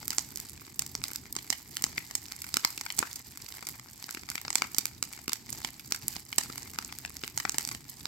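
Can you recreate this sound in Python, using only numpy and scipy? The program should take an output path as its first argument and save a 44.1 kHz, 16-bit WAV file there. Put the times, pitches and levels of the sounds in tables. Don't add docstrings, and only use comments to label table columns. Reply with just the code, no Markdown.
import sys
import numpy as np
from scipy import signal
from scipy.fft import rfft, irfft
from scipy.io import wavfile
from scipy.ndimage import uniform_filter1d

SR = 44100
rng = np.random.default_rng(int(sys.argv[2]) if len(sys.argv) > 2 else 0)


def store_pcm(level_fs):
    pcm = np.round(np.clip(level_fs, -1, 1) * 32767).astype(np.int16)
    wavfile.write(sys.argv[1], SR, np.atleast_2d(pcm).T)


N = 355887
BURST_SAMPLES, CUTOFF_HZ = 1024, 16000
SIDES = np.array([[1], [-1]])

# (time [s], level over 5 ms [dB], tilt [dB/octave], ring pitch [Hz],
# ring [dB], thud [dB], splintering [ms], left minus right [dB])
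TWIG_SNAPS = [(0.08, -26.5, 4, 14000.0, 5, 11.0, 0.42, -4), (0.1049, -26, 3.7, 4890.0, 7, 19, 1.1, -3),
              (0.1175, -37.5, 0.3, 2640.0, 6, 15.0, 3.2, 5), (0.129, -34, 3.5, 1430.0, 14, 12, 4.6, -2),
              (0.1835, -19, -2, 6840, 16.5, 2, 0.2, -7), (0.3587, -32.5, 7.1, 6200, 3, 0.0, 0.17, -8),
              (0.373, -33.5, 5.5, 14000.0, -4, 0.0, 0.5, -6), (0.4, -33.5, 4.5, 11750.0, -6, 6, 1.7, -4),
              (0.793, -21.5, 5.5, 6040, -1, 12, 0.9, -4.5), (0.821, -31.5, -2, 7580.0, 13, -10, 0.24, -2),
              (0.8638, -35, 5, 5930.0, 0, 24, 1.5, -1), (0.952, -27.5, -1.5, 5700, 13.5, 8, 0.19, -2),
              (1.039, -25.5, 1.9, 4220, 6.0, -12, 0.8, -2.5),
              (1.0817, -34.5, 5.5, 1310.0, -6, -5.0, 1.8, -3.0), (1.1335, -37, 6, 5820.0, -9, 1.0, 0.9, -5),
              (1.1587, -29, 4, 4890.0, 4, 11, 1.3, -3.5), (1.326, -31.5, 12, 4100.0, 7, 3, 1.5, -2),
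              (1.3525, -38.5, 2.5, 1190.0, 6, -3.0, 1.1, -4), (1.3647, -27, -2, 7300, 12.5, 5.5, 0.8, -5),
              (1.3871, -35.9, 1, 3420, 14, 0, 2.9, 0), (1.5025, -19.5, 1.3, 6000, 9.0, 12, 0.83, -8),
              (1.5263, -26.1, -1.4, 3350, 6.0, -13, 3.3, 1.0), (1.7689, -27, 2, 3360, 7, -9, 0.7, -2),
              (1.8221, -29.5, 10, 1310.0, 19, 19.0, 1.2, -5), (1.8403, -18.5, 2.4, 6600, 6, 12.5, 0.19, -2),
              (1.8655, -42, -6, 1200.0, 11, 10, 1.5, 4.0), (1.9795, -24.5, 2.5, 2180, 25, 27, 0.7, 6),
              (2.1106, -36.5, -1.8, 5820.0, 1.0, -14, 1.0, -2),
              (2.1522, -22, 3.5, 6940.0, 3.5, 12.5, 1.6, -4), (2.321, -33.5, 1.8, 4570, 5, 3, 0.4, -2),
              (2.4186, -32.5, 6, 2440, 5, -7.0, 2.4, -3), (2.442, -37.0, 3, 1690, 19, -4.0, 3.7, -1),
              (2.541, -22.5, 1, 4400, 6.5, 7, 1.6, -5), (2.557, -38, 0.9, 4100.0, 5, 6.0, 1.9, -2),
              (2.5694, -19.5, 0.3, 5300, -13, 2.5, 0.6, -3), (2.6485, -16.5, -1, 4830, 4, -3, 1.05, -1),
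              (2.7039, -35.7, 2.5, 12820.0, 7, 6.0, 2.4, -3), (2.777, -32, 4.5, 2890.0, 10.0, 22, 1, -3.0),
              (2.8115, -30.5, 0, 5940, 3.5, -1, 0.64, -1.0), (2.863, -31.5, -2.9, 1720, -1, -35, 1.6, 4),
              (2.9029, -30, 0.5, 3060, 17.0, -8.0, 0.7, 1), (2.9234, -36, 7, 8270.0, 6.0, -12, 0.98, -6),
              (2.9844, -29.5, -3, 7900.0, 13, 9, 2.5, -9.0), (2.9897, -17.5, 1, 8900, 14, 5.5, 1.2, -6.5),
              (3.0022, -35.5, -3.5, 6940.0, 2, 16, 2.8, 6), (3.027, -25.5, -6.5, 1220, 7, -9, 1.4, 7.5),
              (3.1298, -36, 5, 6360.0, 4.0, 1.0, 0.67, -4.0), (3.1573, -32.5, 5, 6940.0, 2, -4, 4.8, -4),
              (3.3736, -37.5, 3.5, 1110, 8, 0.0, 1, -2), (3.4878, -40, 4, 5820.0, 6, -6, 1.6, -7.0),
              (3.6257, -37.5, -3.5, 12490.0, 7, 6, 3.8, 3), (3.6692, -31.5, 2.0, 6860, 4.0, 7, 2.3, -3),
              (3.6883, -32, 0.8, 12820.0, 12, 8, 0.3, -5.0),
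              (3.7962, -40.5, -0.5, 1780.0, 4.0, -8, 1.1, -1), (4.0415, -36, 0, 4890.0, 20, 23, 0.46, -1),
              (4.0913, -36.5, -2, 1740, 8.0, -1, 0.78, 5), (4.1089, -33.5, 3.5, 14000.0, 1.0, 3, 0.9, -6),
              (4.1477, -33, 1.5, 2420.0, 5, 15.5, 1.1, -2.0), (4.1717, -36, -2.5, 2140, 17, 13, 2.6, 4),
              (4.2887, -35, -1, 2120.0, 1.0, -1, 2.5, 3.0), (4.301, -29.5, 4.5, 5820.0, -20, 20, 0.8, -6.0),
              (4.3152, -36, 0.5, 1590, 9, -5, 2.8, 0), (4.3544, -28.5, 1.7, 2220.0, 10, 16, 1.3, 0),
              (4.3783, -32, -2, 2470, 23, -1.0, 2.3, 3), (4.4146, -37.5, 0.5, 13220.0, 9.0, -9, 1.2, -4.0),
              (4.4498, -34.5, -4.5, 4480.0, 7, 2, 3, 2), (4.4806, -31.5, -6.5, 5270, 17, -4, 1.2, 1),
              (4.5037, -26.5, -3.5, 7500, 18, -19, 1.3, -2), (4.5285, -32, -2.6, 7000, 16.0, -8, 1.3, -3),
              (4.555, -16.5, 0.3, 7450, 4.5, 0.5, 1.2, -6), (4.582, -31.5, 2, 4480.0, 10, -11.0, 3.1, 4),
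              (4.6203, -20.5, -3, 2660, 1.5, -6.5, 1.1, 1.0), (4.6483, -41, -7, 1430.0, 10, 9, 2.7, 7),
              (4.7464, -30, 1.5, 5820.0, 5, 12.0, 1.2, -6.0), (4.7833, -17, 4.5, 5330.0, -5, 19.5, 1.4, -8),
              (4.8552, -24, 4, 2200, 3.5, 7, 0.5, -4), (5.0269, -23, 1.9, 6840, 0, 5, 0.6, -3.0),
              (5.2799, -27.5, 0.2, 2890.0, 5.0, 14, 0.73, -2.0), (5.2941, -29, 0.5, 4400, 4, 9, 1.3, -3),
              (5.3188, -34.8, 0, 3440.0, 4.0, -17.0, 3.5, 5.5),
              (5.332, -22.7, 2.4, 5430, -10, 6, 0.67, -8.5), (5.5039, -34, 7.1, 10760.0, 10, 0.0, 0.4, -11),
              (5.5274, -31, 5, 6800, 19, 20, 1.3, -4), (5.6475, -25.5, -1, 3200, 7, 6, 1.3, -4.5),
              (5.922, -21.5, 0.1, 5330.0, 6, 3.5, 0.77, -5.5), (5.946, -31, 0.5, 1550, 4, -1, 2.8, -1.0),
              (5.961, -38, 4, 1430.0, 4.0, 8, 1.5, -1), (6.0818, -23, 1.9, 10400, 20.0, 14, 0.28, -5.5),
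              (6.1647, -32.3, -1.3, 4670, 4.5, 11, 1.1, -8.5), (6.3277, -31, -0.4, 2620, 13, 1, 0.88, -1),
              (6.3823, -15.5, -1.4, 8900, 12, 4, 2.5, -6.0), (6.4108, -35, -1, 1690, 4.0, -8.0, 2.3, 3),
              (6.4344, -33.4, 4, 8270.0, -3, -8.0, 2.1, -2.0),
              (6.4991, -36.5, -1, 1500.0, 12, 18.5, 2.3, 2), (6.5792, -32.5, -1, 10200, 10, -8.0, 2, -4),
              (6.7868, -26, -1.5, 1630, 5, -1, 1.4, -2), (6.8473, -34.5, -0.5, 6940.0, 24, -2.0, 1.2, -4.0),
              (6.9246, -36, -1.5, 3380, 5.0, -18, 1.1, 1), (6.9866, -35.5, 7, 1710.0, 12, 0.0, 0.4, -6),
              (7.0498, -31, -1.5, 2640.0, 13, -3, 0.71, 3.5), (7.1677, -35.5, 2.8, 5820.0, 7, 19, 0.52, -3),
              (7.2365, -30.5, -2.7, 3370, 14, 9.5, 1.5, 2), (7.2779, -33.7, 2, 2430, 6, -9.0, 0.58, -2),
              (7.3758, -23.5, -1, 7500, 11.0, 1.0, 1.7, -4.5), (7.4, -28, 0, 1560.0, 2, -16, 2, 1),
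              (7.4516, -24, -4, 1630, 7.5, -2.5, 1.35, 6), (7.4946, -24.0, 1, 7040, 7.5, 2, 0.71, -5.0),
              (7.5194, -34.5, 2, 7460, 20, -1.0, 1.8, -1.0), (7.5441, -33, -2.7, 5330.0, 2.0, 4.0, 1.9, 1),
              (7.583, -20.5, 0.4, 8600, 7.5, 3, 0.83, -8.5), (7.608, -35, 3, 1420, 2, -4.0, 2.1, 2),
              (7.62, -41, 3.5, 4480.0, 9, 14, 0.7, -3.0), (7.6505, -29.5, 3.5, 5250, 7, -1, 0.33, -8),
              (7.6747, -31.5, 2.3, 9030.0, 6, 19, 1.4, -6), (7.6895, -31.5, 1.5, 7580.0, 0, -12, 0.36, -1),
              (7.7134, -31.5, 0, 7580.0, -9, 4, 5, 1), (7.7487, -35.5, 0.5, 3100, 5, 15, 0.78, -1),
              (7.896, -36, 9, 14200, 2, 15, 5.2, -3), (8.0553, -28.5, -2.2, 4200, 10, 1, 0.32, -5)]


def from_db(db):
    return 10 ** (np.asarray(db) / 20)


def unit_rms(x):
    return x / np.sqrt(np.mean(x ** 2) + 1e-20)


def bin_hz(size=N):
    return np.arange(size // 2 + 1) * SR / size


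def in_time(curve):
    return np.interp(np.arange(N) / SR, *np.transpose(curve))


def at_hz(points, hz):
    known_hz, *columns = np.transpose(points)
    return np.array([np.interp(np.log(hz + 1), np.log(known_hz), column) for column in columns])


def drift(rate_hz):
    knots = rng.standard_normal(4096)
    return unit_rms(np.interp(np.arange(N) / SR * rate_hz, np.arange(len(knots)), knots))


def stereo_noise(spectrum, alike):
    mid, side = rng.standard_normal((2, N))
    white = np.sqrt(1 + alike) * mid + np.sqrt(1 - alike) * side * SIDES
    return unit_rms(irfft(rfft(white) * from_db(at_hz(spectrum, bin_hz())), N))


def minimum_phase(gain):
    cepstrum = irfft(np.log(gain + 1e-6))
    cepstrum[..., 1:BURST_SAMPLES // 2] *= 2
    cepstrum[..., BURST_SAMPLES // 2 + 1:] = 0
    return np.exp(rfft(cepstrum))


def flame(gain_db=2.5, flutter_db=2.5):
    # (frequency [Hz], relative level [dB])
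    roar_spectrum = [(20, -36), (30, -30), (38, -13), (52, -0.5), (64, -6), (80, 2.5), (98, -4), (120, 3),
                     (180, -5), (270, -3.5), (400, -11.5), (560, -27), (1000, -24), (6000, -65)]
    # (time [s], level before gain [dB])
    blaze = [(0.0, -56), (0.76, -59), (0.99, -55), (1.3, -59), (1.75, -56.5), (2.88, -59.5), (4.09, -60),
             (4.49, -55.5), (5.15, -60), (5.53, -55), (5.77, -59.5), (6.56, -56), (6.99, -59),
             (7.57, -54.5), (7.84, -56.5), (8.07, -57.5)]
    turbulence = stereo_noise(roar_spectrum, alike=0.84)
    return turbulence * from_db(in_time(blaze) + gain_db + flutter_db * drift(rate_hz=25))


def fizz_level(gain_db=-6.5, waver_db=1.38):
    # (time [s], level before gain [dB])
    vigour = [(0.0, -50.4), (0.12, -49), (0.96, -54), (1.08, -44), (1.32, -54.5), (1.44, -53), (2.28, -49),
              (2.88, -49), (3.36, -52), (3.72, -50), (3.84, -58.5), (4.08, -49), (4.8, -54), (4.92, -59),
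              (5.16, -46.5), (5.28, -58.5), (5.64, -45.5), (6.0, -54.5), (6.12, -45), (6.24, -51.5),
              (6.48, -49.5), (6.72, -49), (7.44, -52), (7.68, -47), (7.8, -55), (8.07, -47)]
    return in_time(vigour) + gain_db + waver_db * drift(rate_hz=12)


def gas_flow(fizz_db, spurt_db=-26.5, rise_s=0.0061, fall_s=0.059):
    power = from_db(fizz_db) ** 2
    t = np.arange(SR // 2) / SR
    spurt = (1 - np.exp(-t / rise_s)) * np.exp(-t / fall_s)
    for time_s, snap_db, *_ in TWIG_SNAPS:
        start = int(time_s * SR)
        power[start:start + len(t)] += (from_db(snap_db + spurt_db) * spurt[:N - start]) ** 2
    return 10 * np.log10(power)


def hiss(flow_db, gain_db=-1.0, flicker_db=2.5):
    # (frequency [Hz], relative level [dB])
    jet_spectrum = [(250, -20), (560, -9.5), (850, 2), (1350, -10), (1750, -1), (2150, 0), (2700, -4.5),
                    (3400, -5), (4700, 1.5), (6100, -3.5), (7600, 0.5), (9700, -15.5), (12300, -3),
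                    (15500, -13)]
    # (frequency [Hz], left minus right [dB])
    balance = [(600, 6.5), (1300, -2), (2300, 2), (4400, 4.5), (8000, -3), (15000, -10)]
    jets = stereo_noise(jet_spectrum, alike=0.55)
    panned = irfft(rfft(jets) * from_db(at_hz(balance, bin_hz()) * SIDES / 2), N)
    return panned * from_db(flow_db + gain_db + flicker_db * drift(rate_hz=60))


def bursts(rows, splinter_db=7.0, splinter_hz=900, alike=0.45, ring_q=3.17, thud_hz=520, shade_hz=800,
           ground_s=0.0008895, ground_share=0.82, ground_dull_hz=6840, left_lead_s=0.00003):
    # (frequency [Hz], left [dB], right [dB])
    mic_colour = [(99, -19.5, -18.5), (253, -9, -8), (470, -9.5, -8.5), (880, -10, -3), (1410, -3.5, -16),
                  (2200, -1.5, -11), (3080, -16, -2), (3180, -21.5, -8.5), (4800, -5, 1), (6170, -12.5, -2),
                  (7880, -5, 0), (9800, -19, -14), (12230, -13.5, -4.5), (15500, -17.5, -11.5)]
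    time_s, level_db, tilt, ring_hz, ring_db, thud_db, splinter_ms, pan_db = rows.T[:, :, None, None]
    hz, ms = bin_hz(BURST_SAMPLES), np.arange(BURST_SAMPLES) / SR * 1000
    chance = rng.standard_normal((len(rows), 4, BURST_SAMPLES))

    splinter_ms = np.maximum(splinter_ms, 0.2)
    spray = np.sqrt(alike) * chance[:, :1] + np.sqrt(1 - alike) * chance[:, 1:3]
    spray *= np.exp(-ms / splinter_ms)
    spray /= np.sqrt(np.sum(spray ** 2, axis=-1, keepdims=True))
    spray *= from_db(splinter_db) * splinter_ms
    crack = 1 + rfft(spray) * (1j * hz / (splinter_hz + 1j * hz)) ** 2
    whitening = uniform_filter1d(np.abs(crack) ** 2, size=25, axis=-1) ** -0.5

    octaves = np.log2(np.maximum(hz, 500) / 4000)
    detuning = ring_q * (hz / ring_hz - ring_hz / (hz + 1))
    ring = np.sqrt(1 + from_db(ring_db) ** 2 / (1 + detuning ** 2))
    bass_db = thud_db / (1 + (hz / thud_hz) ** 6)
    colour = from_db(tilt * octaves + bass_db + at_hz(mic_colour, hz))
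    band_ends = (hz + 5) / (hz + 60) / np.sqrt(1 + (hz / CUTOFF_HZ) ** 20)

    height, bearing = chance[:, 3:, :1], chance[:, 3:, 1:2]
    bounce = np.exp(-2j * np.pi * hz * ground_s * np.exp(0.1 * height))
    ground = 1 + ground_share * np.exp(-hz / ground_dull_hz) * bounce
    arrival = np.exp(1j * np.pi * hz * SIDES * left_lead_s * (1 + 0.79 * bearing))
    spectra = crack * ground * minimum_phase(whitening * ring * band_ends * colour)

    side_db = 10 * np.log10(np.sum(np.abs(spectra) ** 2, axis=-1, keepdims=True))
    shade_db = (pan_db - side_db[:, :1] + side_db[:, 1:]) * hz ** 2 / (hz ** 2 + shade_hz ** 2)
    waves = irfft(spectra * arrival * from_db(shade_db * SIDES / 2))
    waves = np.roll(waves, 8, axis=-1)
    rms_over_5ms = np.sqrt(np.sum(waves ** 2, axis=(1, 2), keepdims=True) / (2 * 0.005 * SR))
    waves *= from_db(level_db) / rms_over_5ms

    track = np.zeros((2, N + BURST_SAMPLES))
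    starts = np.clip(time_s.ravel() * SR, 0, N - 1).astype(int)
    for start, wave in zip(starts, waves):
        track[:, start:start + BURST_SAMPLES] += wave
    return track[:, :N]


def crackle(fizz_db, per_s, above_db, spread_db, largest_db, mean_tilt, tilt_spread,
            low_hz, high_hz, ring_db, thud_db, splinter_ms, count):
    even, normal = rng.random((count, 3)), rng.standard_normal((count, 3))
    time_s = np.cumsum(-np.log(1 - even[:, 0])) / per_s
    floor_db = np.interp(time_s * SR, np.arange(N), fizz_db) + above_db
    level_db = np.minimum(floor_db - spread_db * np.log(1 - even[:, 1]), largest_db)
    tilt = mean_tilt + tilt_spread * normal[:, 0]
    ring_hz = low_hz * (high_hz / low_hz) ** np.sqrt(even[:, 2])
    decay_ms = splinter_ms * np.exp(1.25 * normal[:, 1])
    pan_db = -1.5 - 1.3 * tilt + normal[:, 2]
    rows = np.column_stack([time_s, level_db, tilt, ring_hz, np.full(count, ring_db),
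                            np.full(count, thud_db), decay_ms, pan_db])
    return bursts(rows[time_s < N / SR])


def fibres(fizz_db):
    return crackle(fizz_db, per_s=140, above_db=0.5, spread_db=4.0, largest_db=-39.5,
                   mean_tilt=1.8, tilt_spread=3.7, low_hz=1630, high_hz=14700,
                   ring_db=14.0, thud_db=-4.5, splinter_ms=1.0, count=1600)


def needles(fizz_db, follows=0.48):
    evened_db = fizz_db.mean() + follows * (fizz_db - fizz_db.mean())
    return crackle(evened_db, per_s=30, above_db=7.5, spread_db=2.0, largest_db=-31,
                   mean_tilt=4.5, tilt_spread=1.6, low_hz=7700, high_hz=14500,
                   ring_db=7.5, thud_db=3.0, splinter_ms=1.0, count=400)


def snaps(spread_db=4.0):
    # (typical offset [s], level relative to the snap [dB])
    side_cracks = [(-.004, -27), (.008, -18.5)]
    twigs = np.array(TWIG_SNAPS)
    chance = rng.standard_normal((len(twigs), len(side_cracks), 2))
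    cracks = [twigs]
    for k, (offset_s, relative_db) in enumerate(side_cracks):
        time_s = twigs[:, 0] + offset_s * np.exp(chance[:, k, 0] / 2)
        level_db = twigs[:, 1] + relative_db + spread_db * chance[:, k, 1]
        cracks.append(np.column_stack([time_s, level_db, twigs[:, 2:]]))
    return bursts(np.vstack(cracks))


def embers(fizz_db):
    return crackle(fizz_db, per_s=12, above_db=5.0, spread_db=4.0, largest_db=-40,
                   mean_tilt=-1.6, tilt_spread=0.83, low_hz=1200, high_hz=2370,
                   ring_db=7.5, thud_db=7.5, splinter_ms=1.2, count=160)


def yard_echoes(wood, tail_db=-15.5, t60_s=0.36, build_s=0.00022, scatter_s=0.002,
                band_hz=(500, 9000), spots=3):
    # (delay [s], level before the band filter [dB])
    walls = [(.0098, -25.5), (0.0174, -28), (0.024, -17.5)]
    t = np.arange(SR) / SR
    power = from_db(-120 * t / t60_s) * (1 - np.exp(-t / build_s)) ** 2
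    power *= from_db(tail_db) ** 2 / power.sum()
    for delay_s, echo_db in walls:
        echo = (t >= delay_s) * np.exp(-np.abs(t - delay_s) / scatter_s)
        power += from_db(echo_db) ** 2 * echo / echo.sum()
    band = signal.butter(1, band_hz, "band", fs=SR, output="sos")
    responses = signal.sosfilt(band, np.sqrt(power) * rng.standard_normal((spots, 2, SR)))
    spot = rng.integers(0, spots, N // BURST_SAMPLES + 1)[np.arange(N) // BURST_SAMPLES]
    return sum(signal.fftconvolve(wood * (spot == k), response, axes=1)[:, :N]
               for k, response in enumerate(responses))


def scene():
    fizz_db = fizz_level()
    wood = snaps() + fibres(fizz_db) + needles(fizz_db) + embers(fizz_db)
    return wood + yard_echoes(wood) + hiss(gas_flow(fizz_db)) + flame()


def record(dry, ceiling=3.0):
    rounded = ceiling * np.tanh(dry / ceiling)
    lowpass = signal.ellip(10, 0.1, 70, CUTOFF_HZ, fs=SR, output="sos")
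    return signal.sosfilt(lowpass, rounded)


dry = scene()
out = record(dry)
store_pcm(out)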